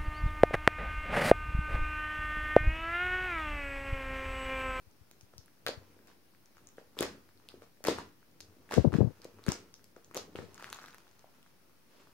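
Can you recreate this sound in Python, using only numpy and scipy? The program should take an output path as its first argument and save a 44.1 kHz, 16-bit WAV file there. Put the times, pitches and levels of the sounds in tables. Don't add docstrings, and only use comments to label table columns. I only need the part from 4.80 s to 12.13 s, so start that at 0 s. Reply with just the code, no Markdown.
import sys
import numpy as np
from scipy import signal
from scipy.fft import rfft, irfft, next_fast_len
from scipy.io import wavfile
from scipy.ndimage import uniform_filter1d

SR = 44100
rng = np.random.default_rng(int(sys.argv[2]) if len(sys.argv) > 2 else 0)


def unload_wav(signal):
    wavfile.write(
        sys.argv[1],
        SR,
        np.round(np.clip(np.atleast_2d(signal).T, -1, 1) * 32767).astype(np.int16),
    )


N = 323253


# frequency in Hz, relative density in dB per Hz.
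HUSH_COLOUR = [(12, -28.5), (20, 1), (34, -12.5), (49, -21), (96, -15), (228, -14.5), (1090, -28),
               (1440, -27), (3440, -32.5), (5530, -30.5), (7520, -39), (9400, -34), (14700, -34),
               (16000, -28.5)]
HUSH_DB = -67.5
# frequency in Hz, left-right likeness from 0 to 1.
HUSH_LIKENESS = [(60, 0.18), (300, 0.48), (1400, 0.057), (3100, .03)]

# time in seconds, crackle in dB, low squelch in dB, table rumble in dB.
KNEADING = [(0, -79.5, -80.5, -87), (0.75, -83.5, -80.5, -81.5), (0.98, -70.5, -70, -63.5),
            (1.26, -78, -69, -80.5), (1.54, -84.5, -91.5, -92), (1.82, -76, -70.5, -76),
            (2.1, -81.5, -79.5, -85.5), (2.26, -63, -65.5, -59), (2.52, -83, -78, -83),
            (2.76, -73.5, -67.5, -71.5), (2.96, -84, -84.5, -83), (3.15, -66, -71, -67),
            (3.38, -86.5, -82.5, -90), (3.64, -76, -68, -69.5), (4.2, -71.5, -70, -69),
            (4.8, -72.5, -65.5, -74), (5.12, -84, -78, -80.5), (5.5, -73.5, -62.5, -66.5),
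            (5.7, -70.5, -62, -80), (5.82, -60, -66.5, -83), (6.05, -64, -66.5, -84.5),
            (6.2, -70, -77, -84), (7.0, -81, -86.5, -88.5), (7.28, -73.5, -75, -79)]
# frequency in Hz, relative density in dB per Hz.
CRACKLE_COLOUR = [(500, -24.5), (850, 0.5), (1300, -1.5), (1750, -7), (2600, -9), (4000, -16), (6300, -15),
                  (8000, -21.5), (16000, -26)]

# frequency in Hz, time to fall by 60 dB in seconds.
ROOM_T60 = [(200, 0.51), (530, 0.236), (1390, 0.2995), (3680, 0.2198), (9700, 0.23)]
# frequency in Hz, relative level in dB.
WALL_COLOUR = [(100, -4.5), (400, -5.5), (1500, -3.5), (5000, 4.5), (9000, -3), (15000, -9.5)]

# time in seconds, level in dB, pitch in Hz.
AIR_PUFFS = [(0.0757, -43.5, 79.6), (0.2169, -43, 86.7), (0.4354, -43, 96.6), (0.5662, -46, 89),
             (0.591, -39, 99.4), (0.9798, -34, 95), (3.976, -16.5, 200), (3.9816, -3, 425),
             (3.9847, -3.5, 169), (3.995, -11.5, 99.3), (4.0478, -6.5, 301), (4.051, -8, 484),
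             (4.056, -8.5, 219.4), (4.075, -7, 133.2), (4.1573, -10.5, 151), (4.1881, -10.5, 229),
             (4.2074, -8, 381.7), (4.2133, -6, 126.5), (4.2152, -17, 700), (4.222, -13, 160.6),
             (4.232, -11, 231), (4.2487, -12.5, 134), (4.274, -18.5, 119.6), (4.6878, -10, 172.2)]
# start, rise and fall in seconds, top level in dB.
AIR_GUSTS = [(3.962, 0.0175, 0.0775, -20), (4.04, 0.021, 0.081, -20), (4.118, 0.0333, 0.0697, -25),
             (4.18, 0.0303, 0.1465, -23), (4.67, 0.0125, 0.0636, -29.5), (5.54, 0.049, 0.224, -44.5)]
# frequency in Hz, relative density in dB per Hz.
EDDY_COLOUR = [(15, -64.5), (25, -35), (86, 2.5), (236, -8), (275, -6), (362, -9.5), (637, -18), (743, -25),
               (1500, -45.5), (1950, -79.5), (3300, -120)]
GUST_START_DB, GUST_END_DB = -7.5, -24

# time in seconds, level in dB, pocket pitch in Hz,
# level of the spit of tearing skin in dB over that of the pocket.
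POCKET_SNAPS = [(0.3134, -44, 6540, -2.5), (0.4111, -48, 6630, 0.5), (0.538, -50.5, 1040, -18),
                (0.5815, -37, 5600, -10), (0.6605, -48.5, 10500, -5.5), (0.8659, -25.5, 1417, -0.5),
                (0.8719, -25.5, 1470, -14.5), (0.8844, -21.5, 4466, -9), (1.2736, -53, 5410, -1),
                (1.7702, -49.5, 1410, -7), (1.8723, -41, 6540, -9), (1.8894, -48.5, 6800, -1),
                (1.9711, -54, 3200, -4.5), (1.9833, -46, 1620, -15), (2.1898, -26, 3486, -7),
                (2.2079, -21, 6790, -3.5), (2.2223, -31, 1230, -4.5), (2.2277, -25, 5620, 0),
                (2.2323, -26.5, 1745, -12.5), (2.5757, -57, 4220, 3), (2.6884, -42, 2920, 1),
                (2.8214, -46.5, 1260, -14), (3.0412, -32, 6750, 1.5), (3.051, -29, 1825, -6),
                (3.0637, -28.5, 1750, -20.5), (3.071, -24, 4740, -5.5), (3.0842, -24, 1053, -2.5),
                (3.1863, -27.5, 1026, -12.5), (3.4292, -53, 1550, -18.5), (3.6056, -42, 4070, 3.5),
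                (3.61, -40.5, 6500, -4), (3.8922, -44, 1720, -11.5), (3.9117, -31.5, 1780, -6),
                (3.9227, -27.5, 1650, -9), (3.935, -31.5, 1317, -12.5), (3.9412, -31.5, 1210, 3),
                (4.1225, -39, 1264, -26), (4.1402, -27.5, 1466, -31.5), (4.419, -47, 4360, -5),
                (4.4458, -50, 4080, 9.5), (4.5873, -49, 1180, -19), (4.6402, -42.5, 3950, -9.5),
                (4.6653, -36, 1495, 2), (4.6838, -27, 1520, -10.5), (4.6901, -28, 5630, -0.5),
                (4.7203, -21, 6365, -1), (4.9415, -38.5, 5690, -7), (5.0435, -51.5, 5330, 2.5),
                (5.1642, -47, 1367, -34), (5.2464, -45.5, 6600, -16.5), (5.3128, -44, 1176, -8),
                (5.3469, -33, 6800, -1), (5.3686, -24, 6430, -9.5), (5.375, -32.5, 1087, 3),
                (5.5582, -35, 2866, -21.5), (5.5885, -37.5, 1674, -20), (5.7451, -44.5, 6770, -4.5),
                (5.779, -43.5, 1508, -12), (5.8259, -39, 1311, -6), (5.8439, -33.5, 1574, -2.5),
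                (5.9022, -40.5, 6130, 0.5), (5.9286, -32, 1434, 1), (5.9461, -35.5, 6810, -7.5),
                (5.9888, -38.5, 1315, -21), (6.042, -38, 1430, -21), (6.0607, -41, 3750, -2.5),
                (6.0845, -43.5, 1470, -10), (6.1461, -46, 1680, -0.5), (6.1837, -47, 1138, -2.5),
                (6.2801, -54.5, 3783, -6), (6.3136, -53.5, 6460, -7.5), (6.394, -53.5, 6000, 0),
                (6.6295, -51, 3170, -4.5)]
# frequency in Hz, relative density in dB per Hz.
SPIT_COLOUR = [(1500, -4), (3500, -0.5), (6500, -3), (9000, -6), (12000, -3), (16000, -16)]
SMALL_OVER_PEEL_DB, SMALL_SPREAD_DB, SMALL_SPIT_DB = 6, 12, -8.5
LOW_HZ, HIGH_HZ, HIGH_SHARE = (1050, 1790), (3802, 7000), .3
PARTING_START_S, PARTING_LENGTH_S, PARTING_TOP_DB = 5.75, .4, -42
STRAY_TOP_DB = -51
STRETCH_S = 5.7

# start in seconds, level in dB, rise in seconds, fall by 60 dB in seconds.
SKIN_PEELS = [(.535, -64.5, 0.0037, 0.0034), (.864, -40, .004, 0.0933), (1.27, -58.5, 0.00609, 0.1943),
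              (1.975, -59, 0.00985, 0.07), (2.165, -41, 0.0611, 0.2394), (2.69, -64.5, 0.00413, 0.22),
              (2.81, -61.5, .012, 0.1247), (3.038, -35.5, 0.03454, 0.32), (3.17, -49, .02, 0.1222),
              (3.895, -40.5, 0.03457, 0.326), (4.118, -47.5, 0.0253, 0.2073), (4.42, -59, .03, 0.06),
              (4.66, -42, 0.0399, 0.2656), (5.16, -62.5, .006, 0.01), (5.34, -43.5, 0.02987, 0.1584),
              (5.553, -51, 0.00992, 0.4), (7.05, -65, 0.129, 0.65)]
# frequency in Hz, relative density in dB per Hz.
SKIN_COLOUR = [(88, -45), (150, -12), (368, -3), (475, -3.5), (649, -11), (960, -9), (1170, -11),
               (6640, -23.5), (12700, -35.5), (16000, -36.5)]

# time in seconds, level in dB, hole pitch in Hz.
HOLE_PLOPS = [(0.538, -52, 523), (0.8657, -32, 571), (0.8763, -32.5, 505), (0.8915, -27.5, 505),
              (1.9841, -40, 479), (2.1716, -44.5, 400), (2.1967, -39.5, 410), (2.2095, -22.5, 386.6),
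              (2.2237, -29.5, 555), (2.7427, -43, 378), (2.8224, -48, 505), (3.0073, -51, 526),
              (3.0529, -34, 497), (3.0688, -34, 458), (3.086, -16.5, 441.5), (3.1861, -37, 395),
              (3.9128, -31, 857), (3.9377, -28.5, 405), (4.1284, -38, 946), (4.454, -37.5, 452),
              (4.5932, -50, 406), (4.6673, -39, 393), (4.6989, -29, 363.3), (5.1679, -45, 453),
              (5.3127, -51, 420), (5.3523, -37.5, 396), (5.3683, -29.5, 498), (5.555, -34.5, 384),
              (5.59, -34.5, 445), (5.8259, -47.5, 563), (6.4441, -47, 667)]

EDGE_HZ = 15800


def gain_of(db):
    return 10 ** (np.asarray(db) / 20)


def evened(x):
    return x / np.sqrt(np.mean(x ** 2) + 1e-20)


def read(points, hz):
    f, value = np.transpose(points)
    return np.interp(np.log(hz + 1), np.log(f + 1), value)


def add(mix, s, sound):
    part = mix[..., max(round(s * SR), 0):][..., :sound.shape[-1]]
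    part += sound[..., :part.shape[-1]]


def coloured(x, spectrum):
    size = next_fast_len(x.shape[-1])
    gain = gain_of(read(spectrum, np.fft.rfftfreq(size, 1 / SR)))
    return evened(irfft(rfft(x, size) * gain, size)[..., :x.shape[-1]])


def ring(hz, cycles, rise):
    turns = np.arange(int(7 * (abs(cycles) + abs(rise)) * SR / hz) + 8) * hz / SR
    shape = (1 - np.exp(-turns / abs(rise))) ** 2 * np.exp(-turns / abs(cycles))
    return shape / shape.max() * np.sin(2 * np.pi * turns)


def hush():
    hz = np.fft.rfftfreq(1024, 1 / SR)
    a, b, c, d, patches = rng.standard_normal((N // 256 + 5, 513, 5)).T
    patches = uniform_filter1d(patches, size=10, axis=0)
    patches = evened(uniform_filter1d(patches, size=12, axis=1))
    likeness = np.clip(read(HUSH_LIKENESS, hz), -1, 1)[:, None]
    left = a + 1j * b
    right = likeness * left + np.sqrt(1 - likeness ** 2) * (c + 1j * d)
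    spectra = np.array([left, right]) * gain_of(read(HUSH_COLOUR, hz)[:, None] + 0.85 * patches)
    noise = evened(signal.istft(spectra, nperseg=1024, noverlap=768)[1][:, :N])
    return gain_of(HUSH_DB + np.array([[3.5], [1.5]])) * noise


def kneading():
    s, *columns = np.transpose(KNEADING)
    crackle_db, squelch_db, rumble_db = (np.interp(np.arange(N) / SR, s, c) for c in columns)
    chance = rng.random((3, N))
    size_db = [[3.5], [3.5], [2.5]] * np.minimum(rng.exponential(1, (3, N)), 3)
    happens = chance < np.array([[900], [900], [400]]) / SR
    bursts = rng.standard_normal((3, N)) * gain_of(size_db) * happens
    spread = bursts[:2] + 0.344 * bursts[1::-1]
    crackle = gain_of(crackle_db) * coloured(spread, CRACKLE_COLOUR)
    wet = signal.oaconvolve(bursts[2], ring(319.7, cycles=0.2, rise=0.62))[:N]
    squelch = gain_of(squelch_db) * evened(wet)
    shaking = signal.oaconvolve(rng.standard_normal(N), ring(94.7, cycles=1.8, rise=0.75))[:N]
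    rumble = gain_of(rumble_db) * evened(shaking)
    return crackle + squelch + rumble * gain_of([[2.5], [-3]])


def room(x):
    out, turn = np.zeros((2, N)), np.arange(N) / SR * 9.0
    for k in range(3):
        taps = rng.standard_normal((2, SR // 2)) * (rng.random((2, SR // 2)) < .12)
        taps[:, :200] = 0
        hz, t, z = signal.stft(taps, SR, nperseg=256)
        shared = np.clip(read([(300, 0.912), (700, 0.5), (1500, 0.07)], hz), 0, 1)[:, None]
        z[1] = shared * z[0] + np.sqrt(1 - shared ** 2) * z[1]
        decay_db = -60 * t / read(ROOM_T60, hz)[:, None]
        z *= gain_of(read(WALL_COLOUR, hz)[:, None] + decay_db)
        tail = signal.istft(z, SR, nperseg=256)[1]
        tail = tail / np.linalg.norm(tail[0])
        window = np.sqrt(2 / 3) * np.cos(np.pi * (turn + k / 3))
        out += signal.fftconvolve((x * window)[None], tail, axes=1)[:, :N]
    return out


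def buffeting():
    out = np.zeros(N)
    for s, db, hz in AIR_PUFFS:
        add(out, s - 0.8104 / hz, gain_of(db - 1.5) * ring(hz, cycles=0.518, rise=0.28))
    for start, rise, fall, top_db in AIR_GUSTS:
        s = start + np.array([0, rise, fall])
        s[2] = start + fall
        db = top_db + np.array([GUST_START_DB, 0, GUST_END_DB])
        t = np.arange(s[0], s[-1], 1 / SR)
        swell_db = np.interp(t, s, db)
        lumps = evened(uniform_filter1d(rng.standard_normal(len(t)), size=300))
        eddies = coloured(rng.standard_normal(len(t)), EDDY_COLOUR)
        sharp = evened(np.gradient(eddies)) * gain_of(0.83 * (swell_db + 20.5) - 8.0)
        gust = gain_of(swell_db + 3.4 * lumps) * (eddies + sharp)
        add(out, s[0], gust * signal.windows.tukey(len(t), .15))
    smooth = signal.butter(2, 1300, fs=SR, output="sos")
    out = signal.sosfilt(smooth, signal.sosfilt(smooth, out))
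    return np.array([out, gain_of(-46) * out])


def small_pockets(count):
    when, size, kind, pitch = rng.random((count, 4)).T
    high_range, low_range = np.array([HIGH_HZ, LOW_HZ])[:, :, None]
    low, high = np.where(kind < HIGH_SHARE, high_range, low_range)
    return when, -SMALL_SPREAD_DB * size, low * (high / low) ** pitch


def small_snaps():
    rows = []
    for s, db, rise, t60 in SKIN_PEELS:
        when, size_db, hz = small_pockets(count=6)
        rows += zip(s + when * (rise + .15 * t60), db + SMALL_OVER_PEEL_DB + size_db, hz)
    when, size_db, hz = small_pockets(count=95)
    swell_db = -30 * (when - .4) ** 2
    rows += zip(PARTING_START_S + PARTING_LENGTH_S * when, PARTING_TOP_DB + size_db + swell_db, hz)
    when, size_db, hz = small_pockets(count=45)
    rows += zip(when * N / SR, STRAY_TOP_DB + size_db, hz)
    return [(*row, SMALL_SPIT_DB) for row in rows]


def scattered(sound, draws):
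    taps = np.zeros((2, 160))
    lags, sizes = draws.reshape(2, 2, -1)
    places = (10 + 140 * lags ** 2).astype(int)
    np.put_along_axis(taps, places, .45 * (2 * sizes - 1) * np.exp(-lags), 1)
    right_delay = int(1 + 6 * lags[0, 0])
    taps[[0, 1], [0, right_delay]] = gain_of(3), 1
    return signal.fftconvolve(sound[None], taps, axes=1)


def snaps():
    near, away, t = np.zeros((2, N)), np.zeros(N), np.arange(256) / SR
    rows = POCKET_SNAPS + small_snaps()
    tears, echoes = rng.standard_normal((len(rows), 256)), rng.random((len(rows), 16))
    for (s, db, hz, spit_db), tear, echo in zip(rows, tears, echoes):
        pop = gain_of(spit_db) * coloured(tear, SPIT_COLOUR) * np.exp(-t / 0.000417)
        add(pop, 0, ring(hz, cycles=0.454 + hz / 3500, rise=0.1))
        add(near, s - .0005, gain_of(db + 1.0) * scattered(pop, echo))
        beam_db = 2.2 * np.log2(hz / 1500)
        closer_db = 3.1 * (s > STRETCH_S)
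        add(away, s, gain_of(db - beam_db - closer_db) * pop)
    return near, away


def peeling():
    out = np.zeros((2, N))
    for s, db, rise, t60 in SKIN_PEELS:
        t = np.arange(int((rise + t60) * SR)) / SR
        size = gain_of(3.96 * np.minimum(rng.exponential(1, len(t)), 4))
        happens = rng.random(len(t)) < 2500 / SR
        tears = rng.standard_normal((3, len(t))) * size * happens
        swell = np.minimum(t / rise, 1) * gain_of(db - 60 * np.maximum(t - rise, 0) / t60)
        add(out, s, coloured(tears[:2] + 0.84 * tears[2], SKIN_COLOUR) * swell)
    return out


def plops():
    out = np.zeros(N)
    for s, db, hz in HOLE_PLOPS:
        add(out, s - 0.7445 / hz, gain_of(db + 2.0) * ring(hz, cycles=0.888, rise=0.192))
    return out * gain_of([[1.5], [-.2]])


def scene():
    near, away = snaps()
    mass = plops() + peeling() + kneading()
    walls = room(gain_of(-3.0) * away + gain_of(-2.5) * mass[1])
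    return near + mass + walls + buffeting() + hush()


def record(dry):
    bass_cut = signal.butter(2, 48, "highpass", fs=SR, output="sos")
    thin = signal.sosfilt(bass_cut, signal.sosfilt(bass_cut, dry))
    band_limit = signal.firwin(511, EDGE_HZ, window=("kaiser", 9), fs=SR)
    return signal.oaconvolve(thin - .0005, band_limit[None], "same")


dry = scene()
out = record(dry)
unload_wav(out)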